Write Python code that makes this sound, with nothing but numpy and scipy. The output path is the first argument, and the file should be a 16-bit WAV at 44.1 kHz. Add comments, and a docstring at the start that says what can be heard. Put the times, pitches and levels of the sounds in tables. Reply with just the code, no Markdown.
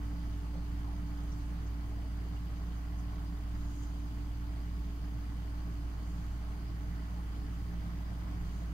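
"""A dishwasher's circulation pump hums close by, a deep shaft tone over the mains buzz.
Water churns in the sump, washes over the walls and patters as fine spray, ringing the steel tub.
A jet of the turning arm hisses past once a turn; now and then a slug of water splashes down or
a drop ticks on steel. Behind it all a second motor whines faintly, sagging as it labours."""
import sys
import numpy as np
from scipy import signal
from scipy.fft import rfft, irfft, next_fast_len
from scipy.io import wavfile
from scipy.ndimage import uniform_filter1d, map_coordinates

SR = 44100
rng = np.random.default_rng(int(sys.argv[2]) if len(sys.argv) > 2 else 0)


def store_pcm(level_fs):
    """Save levels as 16-bit WAV."""
    pcm = np.round(np.clip(level_fs, -1, 1) * 32767).astype(np.int16)
    wavfile.write(sys.argv[1], SR, np.atleast_2d(pcm).T)


N = 384993
T = np.arange(N) / SR
FFT_SIZE = next_fast_len(N + SR // 4)
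BIN_HZ = np.fft.rfftfreq(FFT_SIZE, 1 / SR)


def amp(db):
    """Decibels to gain."""
    return 10 ** (np.asarray(db) / 20)


def unit(x):
    """Scale to rms 1."""
    return x / np.sqrt(np.mean(x ** 2) + 1e-20)


def panned(lean_db):
    """Stereo gains for a pan given as left minus right in dB."""
    return amp(np.array([[.5], [-.5]]) * lean_db)


def along(points, hz):
    """Read a curve of (Hz, value) points on a log frequency axis."""
    point_hz, values = np.transpose(points)
    return np.interp(np.log(hz + 1), np.log(point_hz + 1), values)


def curves(rows):
    """One automation curve for each column after the time."""
    times, *columns = np.transpose(rows)
    return [np.interp(T, times, column) for column in columns]


def wobble(rate):
    """A smooth random curve, rate knots a second."""
    knots = rng.standard_normal(int(N * rate / SR) + 4)
    return np.interp(T, T[::32], map_coordinates(knots, [T[::32] * rate]))


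def filtered(x, response):
    """Filter x with one gain for each of BIN_HZ."""
    return irfft(rfft(x, FFT_SIZE) * response, FFT_SIZE)[..., :N]


def patter(rate, spread_db):
    """Two trains of drop impacts of random size, rate a second."""
    hits = rng.random((2, N)) < rate / SR
    return unit(hits * rng.standard_normal((2, N)) * amp(spread_db * rng.standard_normal((2, N))))


def patchy(x, depth_db):
    """Narrow bands of the sound swell and fade from moment to moment."""
    bands = signal.stft(x, nperseg=512)[2]
    patches = uniform_filter1d(rng.standard_normal(bands.shape[1:]), size=9, axis=0)
    patches = uniform_filter1d(patches, size=8, axis=1)
    return signal.istft(bands * amp(depth_db * unit(patches)), nperseg=512)[1][:, :N]


# The steel tub's resonances. Each row: centre in Hz, width in Hz, boost in dB.
TUB_MODES = [(166.8, 26.5, 10), (201, 13, 5), (275.4, 19, 4.5), (327, 12, 5.5), (402, 17, 3.5),
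             (454, 22, 4), (635, 53, 4), (730, 50, 3), (832, 84, 4.5), (1111, 56, 6.5), (1275, 88, 3),
             (1500, 64, 1), (1986, 85, 4), (2284, 210, 3.5), (3050, 460, 3), (4380, 380, 5.5),
             (4870, 390, 9.5), (6240, 690, 10), (7650, 350, 8)]
# Its stereo width. Each row: frequency in Hz, left-right likeness (1 is mono).
TUB_LIKENESS = [(60, 0.95), (200, 0.97), (400, 0.79), (800, 0.37), (2000, 0.16), (6000, 0.15), (12000, .15)]
# Its stereo balance. Each row: frequency in Hz, left minus right in dB.
TUB_PAN = [(100, -2.5), (150, -4.5), (200, 4.5), (270, -4), (430, 1.5), (700, -1.5), (880, 1), (1130, -2.5),
           (2000, -3), (2300, 1.5), (5000, 1), (12000, .5)]

def through_tub(pair, spectrum):
    """Colour two excitations, ring the tub with them and spread them in stereo at rms 1."""
    hz = np.geomspace(5, SR / 2, num=800)
    on_bins = lambda rows: np.array([np.interp(BIN_HZ, hz, row) for row in rows])
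    ring_db = sum(db / (1 + (2 * (hz - centre) / width) ** 2) for centre, width, db in TUB_MODES)
    gain = amp(along(spectrum, hz) + ring_db) / (1 + (hz / spectrum[-1][0]) ** 4)
    spread = np.arccos(np.clip(along(TUB_LIKENESS, hz), -1, 1)) / 2
    mid, side = rfft(pair, FFT_SIZE) * on_bins([gain * np.cos(spread), gain * np.sin(spread)])
    stereo = np.array([mid + side, mid - side]) * on_bins(panned(along(TUB_PAN, hz)))
    return unit(irfft(stereo, FFT_SIZE)[:, :N])


# The whine's partials. Each row: multiple of the shaft speed, level in dB, left minus right in dB.
WHINE_PARTIALS = [(23, -80, 3), (24, -77.5, -6), (25, -75.5, 2), (26, -82, -4)]

def motor_whine(shaft_hz, sag_hz, labour_db, waver_db, blur_rad):
    """A second, slower motor: its partials glide down together and swell each time it labours."""
    sag = sum(np.exp(-((T - at_s) / .9) ** 2) for at_s in (3.52, 8.77))
    phase = 2 * np.pi * np.cumsum(shaft_hz - sag_hz * sag) / SR
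    whine = 0
    for order, db, lean_db in WHINE_PARTIALS:
        gain = amp(db + labour_db * sag + waver_db * wobble(2.7)) * panned(lean_db)
        whine += gain * np.sin(order * phase + blur_rad * np.array([wobble(4), wobble(4)]))
    return np.sqrt(2) * whine


# The jet's bright hiss. Each row: frequency in Hz, relative level in dB.
JET_EQ = [(3000, -35), (5000, -13), (6000, -7), (6900, 0), (8000, -13), (9500, -7), (13000, -19)]
# One pass for each turn of the arm. Each row: peak time in seconds, level in dB.
JET_PASSES = [(1.38, -74), (3.77, -65.5), (6.17, -71.5), (8.55, -69.5)]

def arm_jet(half_pass_s, flutter_db):
    """The hiss swells and ebbs each time the arm swings its jet past the near wall."""
    swell = sum(amp(db) / (1 + .5 * ((T - at_s) / half_pass_s) ** 2) ** 2 for at_s, db in JET_PASSES)
    flutter = amp(flutter_db * wobble(30))
    return swell * flutter * through_tub(patter(rate=12000, spread_db=2.5), JET_EQ)


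# Drops tick on steel. Each row: start in seconds, level in dB, pitch in Hz, length in seconds.
DROP_TICKS = [(.68, -74, 10000, .015), (1.23, -71, 7500, .015), (1.315, -62, 6000, 0.024),
              (1.665, -64, 6200, 0.017), (2.36, -61, 2950, .02), (2.98, -66, 6360, .035),
              (5.245, -68, 2400, .025)]
# Slugs of water land. Each row: start in seconds, level in dB, pitch in Hz, length in seconds.
SLUG_SPLASHES = [(.53, -57, 520, 0.066), (.84, -52, 1000, 0.032), (.875, -54.5, 760, 0.031),
                 (1.6, -61, 387, .08), (1.98, -57, 750, 0.063), (2.21, -55, 376, 0.054),
                 (7.41, -50, 255, 0.077), (8.095, -55, 720, .045), (8.3, -51, 250, 0.087),
                 (8.618, -51, 660, 0.02)]

def impacts(rows, relative_width):
    """Each lump of water spreads on landing and excites one broad resonance of the wall."""
    track, t = np.zeros((2, N + SR)), T[:SR // 2]
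    hz = np.fft.rfftfreq(len(t), 1 / SR)
    for start_s, db, centre_hz, length_s in rows:
        noise = rng.standard_normal(len(t)) + 0.89 * rng.standard_normal((2, len(t)))  # centre + sides
        ring = unit(irfft(rfft(noise) / (1 + ((hz / centre_hz - 1) / relative_width) ** 2), len(t)))
        age = 3 * t / length_s  # the hit peaks a third of the way in
        track[:, round(start_s * SR):][:, :len(t)] += amp(db) * ring * age * np.exp(1 - age)
    return track[:, :N]


# The spray's fizz. Each row: frequency in Hz, relative level in dB.
SPRAY_EQ = [(1500, -22), (2500, -3.5), (3000, 1), (3900, -3.5), (5300, -9.5), (7100, -13), (9000, -22),
            (12000, -14), (14000, -10), (16000, -21)]

def spray(level_db):
    """Fine spray fizzes on the steel as thousands of tiny hits a second."""
    gain = amp(level_db + .25 * wobble(4.02))
    return gain * through_tub(patchy(patter(rate=9000, spread_db=1.5), depth_db=1.34), SPRAY_EQ)


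# The wash's midrange body. Each row: frequency in Hz, relative level in dB.
WASH_EQ = [(200, -23), (400, -1.5), (515, -7), (650, -2.5), (930, -3.5), (1200, -3.5), (1420, -3.5),
           (1750, -6), (2100, -9.8), (2600, -15.5), (4000, -35)]

def wash(level_db):
    """Sheets of water drum on the walls in a dense patter."""
    gain = amp(level_db + .25 * wobble(3.4))
    return gain * through_tub(patchy(patter(rate=9000, spread_db=1.2), depth_db=1.1), WASH_EQ)


# The sump's low rumble. Each row: frequency in Hz, relative level in dB.
CHURN_EQ = [(8, -9), (15, 7), (24, 1), (42, -2), (85, -6), (110, -2.5), (142, -8.5), (215, -12), (250, -16),
            (300, -12.5), (365, -22.5), (520, -35), (900, -71)]

def churn(level_db):
    """Water rumbles in the sump, rising and falling as it sloshes."""
    return amp(level_db + .5 * wobble(5)) * through_tub(rng.standard_normal((2, N)), CHURN_EQ)


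# The flow over the walls. Each row: time in seconds, level change in dB.
FLOW_RIDE = [(0, -.3), (2.2, 0), (4.1, -0.4), (7.3, 0.5), (8.4, 1.4)]

def water(churn_db, wash_db, spray_db):
    """One flow drives churn, wash and spray; the wash follows it most."""
    flow_db, = curves(FLOW_RIDE)
    surge_db = .2 * wobble(16)  # the jets pulse, moving wash and spray together
    return (churn(churn_db + .55 * flow_db)
            + wash(wash_db + flow_db + surge_db)
            + spray(spray_db + .25 * flow_db + surge_db))


# The hum's partials. Each row: multiple of the shaft speed, level in dB, left minus right in dB.
PUMP_PARTIALS = [(1, -37.5, -1.3), (2, -55, -1.0), (3, -54, -2.5), (4, -65.5, 3), (5, -55, -4),
                 (6, -76, -6), (7, -79.5, 12), (8, -86.5, 4), (10, -80.5, 1.8), (11, -82, -2.2),
                 (12, -84, 4), (15, -72.5, 5.5)]
# Its shifting colour. Each row: time in seconds, boost of partial 3 in dB, boost of 5 and 15 in dB.
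COLOUR_RIDE = [(0, 1.5, 3), (1.2, 1, 3), (1.8, -3.5, 0.5), (2.5, 2.5, -1.3), (3.8, -1, 2.5),
               (5.7, -5.5, -1.5), (6.8, 1, -3), (8.3, 3, -4.5)]

def pump(shaft_hz, buzz_hz, buzz_db, throb_db, ease_db_per_s):
    """Shaft partials waver with the water load, over the iron's buzz at twice the mains frequency."""
    third_db, upper_db = curves(COLOUR_RIDE)
    ride_db = {1: -ease_db_per_s * T, 3: third_db + throb_db * wobble(6), 5: upper_db, 15: upper_db}
    phase = 2 * np.pi * shaft_hz * T + .039 * wobble(14)  # the shaft turns a little unsteadily
    hum = amp(buzz_db) * panned(-1.7) * np.sin(2 * np.pi * buzz_hz * T)
    for order, db, lean_db in PUMP_PARTIALS:
        waver_db = (.11 + .13 * order) * wobble(6)  # high partials waver most
        gain = amp(db + ride_db.get(order, 0) + waver_db) * panned(lean_db)
        hum += gain * np.sin(order * phase + 2 * np.pi * rng.random())
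    return np.sqrt(2) * hum


def scene():
    """The full mix; hum and water reach the right side a little later than the left."""
    hum = pump(shaft_hz=58.135, buzz_hz=100, buzz_db=-51.5, throb_db=1.2, ease_db_per_s=.11)
    wet = water(churn_db=-45.5, wash_db=-57, spray_db=-64.5)
    wet += arm_jet(half_pass_s=.16, flutter_db=1.5)
    wet += impacts(SLUG_SPLASHES, relative_width=.22)
    wet += impacts(DROP_TICKS, relative_width=.079)
    # the tub's standing waves, in the low mids, arrive nearly in step
    lag_s = .0004 * along([(120, 1), (300, .4), (650, .2), (1000, .9), (3000, 1)], BIN_HZ)
    tub = filtered(hum + wet, np.exp(1j * np.pi * BIN_HZ * lag_s * np.array([[1], [-1]])))
    return tub + motor_whine(shaft_hz=42.82, sag_hz=.52, labour_db=1.5, waver_db=1.6, blur_rad=.3)


def record(dry):
    """Lay a faint hiss under the mix and cut the very top of the treble."""
    hiss = amp(-67) * patchy(rng.standard_normal((2, N)), depth_db=1.35)
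    return filtered(dry + hiss, BIN_HZ < 15720)


dry = scene()
out = record(dry)
store_pcm(out)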